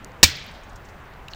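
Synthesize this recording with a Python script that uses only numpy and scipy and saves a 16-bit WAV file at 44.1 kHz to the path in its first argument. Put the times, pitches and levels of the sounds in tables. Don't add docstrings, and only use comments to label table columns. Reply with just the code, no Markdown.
import sys
import numpy as np
from scipy import signal
from scipy.fft import rfft, irfft
from scipy.io import wavfile
from scipy.ndimage import uniform_filter1d

SR = 44100
rng = np.random.default_rng(int(sys.argv[2]) if len(sys.argv) > 2 else 0)


def file_out(sig):
    cols = np.atleast_2d(sig).T
    lim = np.clip(cols, -1, 1)
    pcm = np.round(lim * 32767).astype(np.int16)
    wavfile.write(sys.argv[1], SR, pcm)


def decibels_to_gain(level_db):
    exponent = np.asarray(level_db, float) / 20
    return 10 ** exponent


N = 59535

BLOW_S, TEAR_S = 0.2299, 0.014
# freq_hz, level_db
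FIBRE_COLOUR = [(300, -13), (1200, -21), (2300, -5), (3100, -4.5), (5500, -1), (8000, -7.5), (11000, -18.5),
                (16000, -15)]


def shape(table, size):
    hz, db = np.array(table, float).T
    bins_hz = np.arange(size // 2 + 1) * SR / size
    return np.interp(np.log(bins_hz + 1), np.log(hz), db)


def colour(x, table):
    cepstrum = irfft(shape(table, size=4096) * np.log(10) / 20)
    folded = np.r_[cepstrum[0], 2 * cepstrum[1:2048], np.zeros(2048)]
    impulse = irfft(np.exp(rfft(folded)))
    return signal.fftconvolve(x, impulse)[:len(x)]


def band(x, hz, width):
    b, a = signal.iirpeak(min(hz, 0.45 * SR), hz / width, fs=SR)
    return signal.lfilter(b, a, x)


def unit(x):
    return x / np.sqrt(np.mean(x ** 2))


def walk(rate):
    hold = int(SR / rate)
    steps = np.repeat(rng.standard_normal(N // hold + 1), hold)
    return 2.0 * uniform_filter1d(uniform_filter1d(steps, hold), hold)[:N]


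def ring(after, hz, t60):
    a = np.maximum(after, 0)
    return np.sin(2 * np.pi * hz * a) * decibels_to_gain(-60 * a / t60)


def fire():
    # freq_hz, level_db (per Hz)
    air_colour = [(18, -11.5), (30, -3), (100, -9), (300, -18), (800, -14.5), (1900, -20.5), (5000, -40.5),
                  (16000, -52)]
    air_db, bass_flutter_db = -44, 0.8
    gust = walk(3)
    white = rng.standard_normal(N + 4096)
    roar = rfft(colour(white, air_colour)[4096:])
    octave = np.log2(np.arange(len(roar)) * SR / N + 1)
    out = 0
    for centre in np.arange(4, 14.6, 0.5):
        part = irfft(roar * np.clip(1 - 2 * abs(octave - centre), 0, 1), N)
        bass = np.clip(1 - 2 ** centre / 170.0, 0, 1)
        shared_db = (-0.1 + bass_flutter_db * bass) * gust
        own_db = (1.0 + bass_flutter_db * bass) * walk(17)
        out = out + part * decibels_to_gain(shared_db + own_db)
    return unit(out) * decibels_to_gain(air_db)


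def ticks(t):
    # start_s, peak_db, pitch_hz, t60_s
    tick_events = [(.0458, -26, 6080, 0.0032), (.0459, -38.5, 8620, 0.0079), (.0459, -35.5, 4500, 0.0055),
                   (0.0463, -46.5, 12800, 0.0035), (0.1187, -41, 4500, 0.0029), (.1186, -54, 6500, .004),
                   (.465, -48, 14200, .006), (.465, -43.5, 15250, 0.0056), (1.2822, -30.5, 2710, 0.017),
                   (1.2835, -40.5, 3870, .013), (1.2847, -44, 5200, 0.01), (1.2834, -46, 7080, 0.0045),
                   (1.284, -51, 9120, 0.0054), (1.3347, -25, 4180, 0.0057), (1.335, -30, 2950, .012),
                   (1.3345, -48, 6600, 0.0033), (1.347, -45, 3864, 0.016)]
    out = 0
    for (s, db, hz, t60), chance in zip(tick_events, rng.random((len(tick_events), 2))):
        second_hz = hz * (1.0 + 0.12 * chance[0])
        pair = ring(t - s, hz, t60) + 0.86 * ring(t - s - 0.0003, second_hz, 0.8 * t60)
        swell = np.clip((t - s) * hz / 3.8, 0, 1)
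        pair = pair * swell * decibels_to_gain(4.5)
        snap_db = -18.5 - 12 * (hz < 5000)
        out = out + decibels_to_gain(db) * (pair + decibels_to_gain(snap_db) * ring(t - s, 14800, 0.0054))
    return out


def split(t):
    # freq_hz, level_db, t60_s
    log_modes = [(1925, 6, 0.031), (2324, 1, 0.05), (2936, -14, .05), (3584, -5.5, 0.048),
                 (3948, -14.5, .06), (4441, -6, 0.031), (5420, -12, .04), (5400, -6.5, .04),
                 (6030, -7, 0.01), (7860, -6.5, .03)]
    tear_db, sag_db, halves_db = 0.5, -8.5, -22.5
    fibres_per_s, fibre_spread_db = 16000, 2
    after_db, after_t60_s = -20, 0.17
    a = t - BLOW_S
    chance = rng.random((3, N))
    hits = chance[0] < fibres_per_s / SR
    strength = decibels_to_gain(-fibre_spread_db * np.log(chance[2] + 0.031))
    snaps = hits * np.sign(chance[1] - 0.5) * strength

    late = np.maximum(a - TEAR_S, 0)
    running = decibels_to_gain(sag_db * np.clip(a / TEAR_S, 0, 1) ** 2) * decibels_to_gain(-60 * late / 0.008)
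    stragglers = decibels_to_gain(after_db - 60 * late / after_t60_s)
    env = (running + stragglers) * np.clip(a / 0.00017, 0, 1)

    tear = env * unit(colour(snaps, FIBRE_COLOUR))
    body = sum(decibels_to_gain(db) * ring(t[:SR // 2], hz, t60) for hz, db, t60 in log_modes)
    halves = signal.fftconvolve(env * unit(snaps), body)[:N]
    return decibels_to_gain(tear_db) * tear, decibels_to_gain(tear_db + halves_db - 13) * halves


def thump(t):
    # after_blow_s, freq_hz, level_db, t60_s
    soil_modes = [
        (0.0137, 84, -16, 0.17),
        (0.011, 91.3, -24.5, 0.22),
        (0.0004, 370, -4.5, 0.011),
        (.03, 138, -40.5, 0.81),
        (0.016, 250, -23, 0.027),
        (0.037, 190, -37, 0.073),
        (0.056, 300, -34.5, 0.047),
        (0.18, 60.8, -38.5, 0.11),
        (0.25, 226, -38.5, 0.056),
    ]
    return sum(decibels_to_gain(db) * ring(t - BLOW_S - s, hz, t60) for s, hz, db, t60 in soil_modes)


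def trunks(t):
    # freq_hz, level_db, t60_s
    trunk_bands = [(700, -38, 0.18), (1500, -19.5, 0.6), (2200, -25.5, .6), (3290, -26.5, 0.58),
                   (4500, -31.5, 0.45), (6300, -40.5, .5), (9000, -43, 0.23), (14000, -39.5, 0.22)]
    far_db, far_stretch, patchy_db = -14, 2.585, 1.5
    a = np.maximum(t - BLOW_S - TEAR_S, 0)
    echo = 0
    for hz, db, t60 in trunk_bands:
        fade = decibels_to_gain(-60 * a / t60) + decibels_to_gain(far_db - 60 * a / (t60 * far_stretch))
        patches = decibels_to_gain(db + patchy_db * walk(90))
        width = 0.44 * hz
        scatter = band(band(rng.standard_normal(N), hz, width), hz, width)
        echo = echo + patches * fade * scatter
    build = np.clip((t - BLOW_S) / 0.016, 0, 1)
    return colour(echo * build, FIBRE_COLOUR) * decibels_to_gain(11)


def scuffs(t):
    # start_s, level_db, pitch_hz, length_s
    scuff_events = [(.26, -34, 7300, .005), (.279, -27.5, 4280, .006), (0.367, -56, 14000, .007),
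                    (.25, -14, 3500, .006), (1.347, -51.5, 6000, .004), (0.396, -52.5, 6510, 0.0054),
                    (.445, -58, 8100, 0.0083), (0.516, -57, 7900, 0.0062), (.542, -55, 6500, .005),
                    (.637, -55.5, 6587, .008), (.698, -58, 6700, 0.0098), (0.733, -60, 6540, 0.0035),
                    (.761, -49.5, 6260, .008), (.853, -54.5, 6080, .01), (0.897, -58, 5930, 0.015),
                    (1.056, -62.5, 5500, 0.011), (0.888, -46.5, 4500, .002), (1.137, -50, 5000, .002),
                    (1.284, -44.5, 5440, .002), (1.285, -53.5, 12040, .002), (1.336, -47, 3600, .003),
                    (0.762, -58, 12950, .002), (1.315, -52, 5100, 0.026)]
    grit = unit(rng.standard_normal(N) * decibels_to_gain(1.7 * rng.exponential(size=N)))
    out = 0
    for s, db, hz, length in scuff_events:
        a = (t - s) / length
        puff = grit * np.where(a < 0, np.exp(-4 * a ** 2), np.exp(-np.abs(a)))
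        scrape = band(band(puff, hz, 0.55 * hz), hz, 0.62 * hz)
        edge = decibels_to_gain(-15.5) * band(puff, 16000.0, 2500.0)
        out = out + decibels_to_gain(db + 9) * (scrape + edge)
    return out


def scene():
    t = np.arange(N) / SR
    background = fire() + ticks(t)
    crack, halves = split(t)
    return (background + crack + halves + thump(t) + trunks(t) + scuffs(t))[None]


def low_pass(x):
    return signal.sosfilt(signal.butter(12, 15910, fs=SR, output="sos"), x)


def record(dry):
    # freq_hz, level_db
    mic_colour = [(20, 2.5), (7000, 0), (11000, -4), (13000, 0.5), (15000, 2), (17000, -2.5)]
    self_noise_db, whine_db, whine_hz, top_hz = -69.5, -76, 15050, 15900
    ceiling, knee = 1.04, 4.5
    x = colour(dry[0] + decibels_to_gain(self_noise_db) * rng.standard_normal(N), mic_colour)
    x = x + decibels_to_gain(whine_db) * unit(band(rng.standard_normal(N), whine_hz, 25.0))
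    x = x * ceiling / (ceiling ** knee + np.abs(x) ** knee) ** (1 / knee)
    x = signal.sosfiltfilt(signal.ellip(8, 0.1, 50, top_hz, fs=SR, output="sos"), x)
    return low_pass(x[None])


dry = scene()
out = record(dry)
file_out(out)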